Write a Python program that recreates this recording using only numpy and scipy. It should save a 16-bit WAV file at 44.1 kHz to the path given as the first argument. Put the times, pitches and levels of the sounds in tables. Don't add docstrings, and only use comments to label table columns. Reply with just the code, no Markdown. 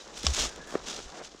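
import sys
import numpy as np
from scipy import signal
from scipy.fft import rfft, irfft, next_fast_len
from scipy.io import wavfile
from scipy.ndimage import map_coordinates

SR = 44100
rng = np.random.default_rng(int(sys.argv[2]) if len(sys.argv) > 2 else 0)


def invert_db(level):
    return 10 ** (np.asarray(level, dtype=float) / 20)


def dump_mix(stems):
    frames = np.atleast_2d(stems).T
    limited = np.clip(frames, -1, 1)
    pcm = np.round(limited * 32767).astype(np.int16)
    wavfile.write(sys.argv[1], SR, pcm)


N = 61739
LEAF_FLOOR_DB = -54

# full strength at [s], rise [s per 20 dB], hold [s], fall [s per 20 dB], level [dB].
LEAF_STROKES = [
    (.004, 0.0116, 0.004, 0.2762, -52),
    (.175, 0.0423, 0.0105, 0.0612, -40),
    (.248, 0.043, 0.089, 0.21, -37.5),
    (.395, 0.1157, 0.05634, 0.0535, -30.5),
    (.70, 0.081, 0.0087, 0.58, -49.5),
    (.87, 0.0242, 0.043, 0.1786, -39),
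    (.96, 0.054, .02, .09, -47),
    (1.17, 0.072, 0.0247, 0.0043, -51.5),
    (1.248, 0.0316, .008, .04, -44),
]
# frequency [Hz], level [dB per Hz].
DULL_COLOUR = [(59, -69.5), (100, -33.5), (139, -10.5), (360, -6), (712, -8), (839, -9.5), (1660, -14.5),
               (2600, -23.5), (3380, -34), (5720, -120)]


def unit(x):
    return x / np.sqrt(np.mean(x ** 2) + 1e-20)


def curve(strokes, floor_db):
    t = np.arange(N) / SR
    quiets_s, quiets_db = 1.298, -3.5
    sink = np.clip((t - quiets_s) / (N / SR - quiets_s), 0, 1)
    power = invert_db(2 * (floor_db + quiets_db * sink))
    for start_s, rise_s, hold_s, fall_s, db in strokes:
        rise_db = 20 * np.maximum(start_s - t, 0) / rise_s
        fall_db = 20 * np.maximum(t - start_s - hold_s, 0) / fall_s
        power = power + invert_db(2 * (db - rise_db - fall_db))
    return np.sqrt(power)


def wobble(rate_hz):
    return map_coordinates(rng.standard_normal(2000), [np.arange(N) * rate_hz / SR])


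def colour(x, points):
    m = 2 * next_fast_len(N // 2 + 4096)
    f, db = np.transpose(points)
    hz = np.fft.rfftfreq(m, 1 / SR)
    gain = invert_db(np.interp(np.log(hz + 1), np.log(f + 1), db, left=db[0] - 31.5, right=-120)) + 1e-6
    cepstrum = irfft(np.log(unit(gain)), m)
    cepstrum[1:m // 2] *= 2
    cepstrum[m // 2 + 1:] = 0
    return irfft(rfft(x, m) * np.exp(rfft(cepstrum)), m)[:N]


def highpass(x, hz):
    return signal.filtfilt(*signal.butter(2, hz, "high", fs=SR), x)


def grains(rate_hz, scatter_db, bed_db, life_s):
    hits = rng.random(N) < rate_hz / SR
    size = invert_db(scatter_db * np.minimum(rng.exponential(size=N), 4))
    envelope = signal.lfilter([1], [1, -np.exp(-1 / (life_s * SR))], hits * size)
    hiss = invert_db(bed_db) * rng.standard_normal(N)
    return unit(unit(envelope * rng.standard_normal(N)) + hiss)


def ring(start_s, db, hz, t60_s, rise_s):
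    t = np.maximum(np.arange(N) / SR - start_s, 0)
    return invert_db(db - 60 * t / t60_s) * (1 - np.exp(-t / rise_s)) ** 2 * np.sin(2 * np.pi * hz * t)


def burst(rows, t60_s, rise_s):
    envelope = 0
    for row in rows:
        t = np.maximum(np.arange(N) / SR - row[0], 0)
        envelope = envelope + invert_db(row[1] - 60 * t / t60_s) * (1 - np.exp(-t / rise_s))
    return rng.standard_normal(N) * envelope


def sway():
    # full strength at [s], rise [s per 20 dB], hold [s], fall [s per 20 dB], level [dB].
    sway_strokes = [
        (.125, 0.049, 0.0224, 0.062, -59),
        (.28, 0.09, 0.0404, 0.038, -37),
        (.395, 0.041, 0.04, 0.215, -38),
        (.54, 0.055, 0.061, 0.034, -56),
        (.79, .1, 0.077, 0.116, -57),
        (.94, .06, 0.026, 0.089, -57),
        (1.03, 0.033, 0.0575, 0.036, -48),
        (1.38, .04, 0.0196, .05, -62.5),
    ]
    # frequency [Hz], level [dB per Hz].
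    rumble_colour = [(12, -5.5), (30, -6.5), (55, -1.5), (90, -21.5), (140, -21.5)]
    return curve(sway_strokes, -66) * unit(colour(rng.standard_normal(N), rumble_colour))


def footfall():
    start_s, held_s, stop_s = .2595, .07, .012
    late_s = np.maximum(np.arange(N) / SR - start_s - held_s, 0)
    return ring(start_s, db=-18, hz=69.83, t60_s=0.301, rise_s=0.00814) * np.exp(-late_s / stop_s)


def buckle():
    # start [s], level [dB], body mode [Hz].
    knock_rows = [(.238, -22.5, 342.6), (0.2424, -15, 153.9), (.5752, -22.5, 400), (0.591, -29, 179),
                  (0.74, -16.5, 339), (.7531, -2, 380.6), (0.9894, -21, 483), (1.155, -28, 480),
                  (1.192, -26, 480), (1.2015, -26, 620), (1.2145, -22, 560), (1.3461, -26.5, 338.6)]
    # ratio to the body mode, level [dB], share of its life.
    tick_modes = [(1.9, -19, .8), (3.2, -16, 0.67), (4.6, -30, 0.415), (9.5, -29.5, 0.37)]
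    life_cycles, rise_cycles, lag_cycles = 3.804, 0.2636, 0.4504
    x = np.zeros(N)
    for start_s, db, hz in knock_rows:
        x += ring(start_s + lag_cycles / hz, db, hz, life_cycles / hz, rise_cycles / hz)
        for ratio, mode_db, share in tick_modes:
            x += ring(start_s, db + mode_db, hz * ratio, share * life_cycles / hz, 0.0447 / hz)
    scrape = invert_db(-29.5) * colour(burst(knock_rows, t60_s=0.0354, rise_s=0.00055), DULL_COLOUR)
    return highpass(x + scrape, 124.2)


def cloth():
    # full strength at [s], rise [s per 20 dB], hold [s], fall [s per 20 dB], level [dB].
    rub_strokes = [(0, 0.022, 0.00265, 0.0138, -50), (.13, 0.232, 0.0537, 0.08, -49.5),
                   (.25, 0.064, 0.0457, 0.117, -45.5), (.38, 0.064, 0.0205, 0.161, -36.5),
                   (.43, 0.051, 0.012, 0.033, -42), (.58, .05, 0.0235, 0.07, -47),
                   (.69, 0.0784, 0.035, 0.071, -45), (.745, 0.062, 0.0313, 0.116, -44.5),
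                   (.88, 0.0736, 0.0364, 0.143, -43), (.98, 0.057, 0.0142, 0.0375, -46.5),
                   (1.15, 0.172, 0.0275, 0.055, -48), (1.195, .04, .025, .05, -45)]
    # start [s], length [s], level [dB], pitch [Hz].
    squeak_rows = [
        (0, 0.0243, -51, 3890),
        (0.448, 0.0109, -36.5, 1181),
        (0.465, 0.121, -52.5, 1612),
        (0.596, 0.059, -47.5, 1656),
        (0.641, 0.094, -53, 1696),
    ]
    slips = grains(rate_hz=900, scatter_db=2.5, bed_db=0.5, life_s=0.000788)
    x = colour(curve(rub_strokes, -55) * invert_db(0.887 * wobble(60.11)) * slips, DULL_COLOUR)
    t = np.arange(N) / SR
    for start_s, length_s, db, hz in squeak_rows:
        swell = np.sin(np.pi * np.clip((t - start_s) / length_s, 0, 1))
        tone = np.sin(2 * np.pi * hz * t + 1.22 * wobble(160))
        x = x + invert_db(db + 2.0 * wobble(120.6)) * swell * tone
    return x


def twig():
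    # frequency [Hz], level [dB], t60 [s].
    twig_modes = [(817, -18.5, .012), (1151, -14.5, 0.01126), (2057, -16.5, 0.0078), (3026, -6.5, 0.00657),
                  (3503, -5.5, 0.00694), (5299, 0, 0.00581), (7254, -7.5, 0.00535), (10280, -31, 0.00616)]
    # delay after the break [s], level [dB].
    splinter_rows = [
        (.0016, -12.5),
        (.0029, -14),
        (.0054, -18.5),
    ]
    snap_s, snap_db, rise_s = .2671, -3, 0.000203
    breaks = [(0, 0.0015)] + splinter_rows
    vary = rng.standard_normal((len(breaks), len(twig_modes), 2))
    vary[0] = 0
    x = np.zeros(N)
    for i, (delay_s, break_db) in enumerate(breaks):
        for k, (hz, db, t60_s) in enumerate(twig_modes):
            mode_db = snap_db + break_db + db + 4.25 * vary[i, k, 0]
            x += ring(snap_s + delay_s, mode_db, hz * (1 + 0.069 * vary[i, k, 1]), t60_s, rise_s)
    return x


def leaves():
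    # frequency [Hz], level [dB per Hz].
    crisp_colour = [(710, -31), (1200, -13), (2130, -13), (3450, -5.5), (4570, -8), (5550, -5), (6960, -7),
                    (11400, -33), (15800, -41.5)]
    # start [s], peak level [dB], top-band level relative to it [dB].
    crackle_rows = [(0.0771, -34.5, -6.5), (0.2304, -26.5, 3), (0.2327, -25.5, 2), (0.2482, -20, 0.5),
                    (0.3468, -18.5, 5), (0.4605, -38.5, 6.5), (0.5607, -33.5, 4), (0.6714, -42.5, 12),
                    (0.7063, -34, 7), (0.883, -25, -7.5), (.909, -26, -3.5), (0.929, -27.5, -8.5),
                    (0.9671, -30, 0.5), (0.9892, -30.5, -3), (1.0096, -37, -3.5), (1.0177, -38.5, -2.5),
                    (1.1004, -37, -8), (1.3175, -39, -10)]
    # full strength at [s], rise [s per 20 dB], hold [s], fall [s per 20 dB], level [dB].
    hiss_strokes = [
        (.18, 0.041, 0.0156, 0.041, -39.5),
        (.48, .05, 0.041, 0.116, -51),
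        (.675, 0.0204, 0.071, .05, -44.5),
    ]
    crackle_t60_s, crackle_rise_s = 0.00864, 0.00071
    strength = curve(LEAF_STROKES, LEAF_FLOOR_DB)
    flutter = invert_db(1.124 * wobble(34.6) + 1.394 * wobble(140))
    rustle = strength * flutter * grains(rate_hz=3000, scatter_db=1.5, bed_db=1.5, life_s=0.000367)
    crackles = invert_db(1) * burst(crackle_rows, crackle_t60_s, crackle_rise_s)
    spark_rows = [(start_s, db + top_db) for start_s, db, top_db in crackle_rows]
    sparks = invert_db(3.5) * burst(spark_rows, crackle_t60_s, crackle_rise_s)
    hisses = curve(hiss_strokes, -90.5) * rng.standard_normal(N)
    bright_gain = (strength / invert_db(-38)) ** 0.254
    top = highpass((bright_gain - 1) * rustle + sparks + hisses - crackles, 8070)
    return colour(rustle + crackles + top, crisp_colour)


def scene():
    # frequency [Hz], level [dB].
    fizz_colour = [(9500, -23.5), (11500, -11), (13000, 0), (15900, -8)]
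    x = sway() + footfall() + buckle() + cloth() + twig() + leaves()
    fizz = colour(rng.standard_normal(N), fizz_colour)
    side = invert_db(-33.5) * curve(LEAF_STROKES, LEAF_FLOOR_DB - 3.5) * fizz
    return np.array([x + side, x - side])


def band_limit(x):
    return signal.sosfilt(signal.butter(12, 15950, fs=SR, output="sos"), x)


def record(dry):
    return band_limit(dry)


dry = scene()
out = record(dry)
dump_mix(out)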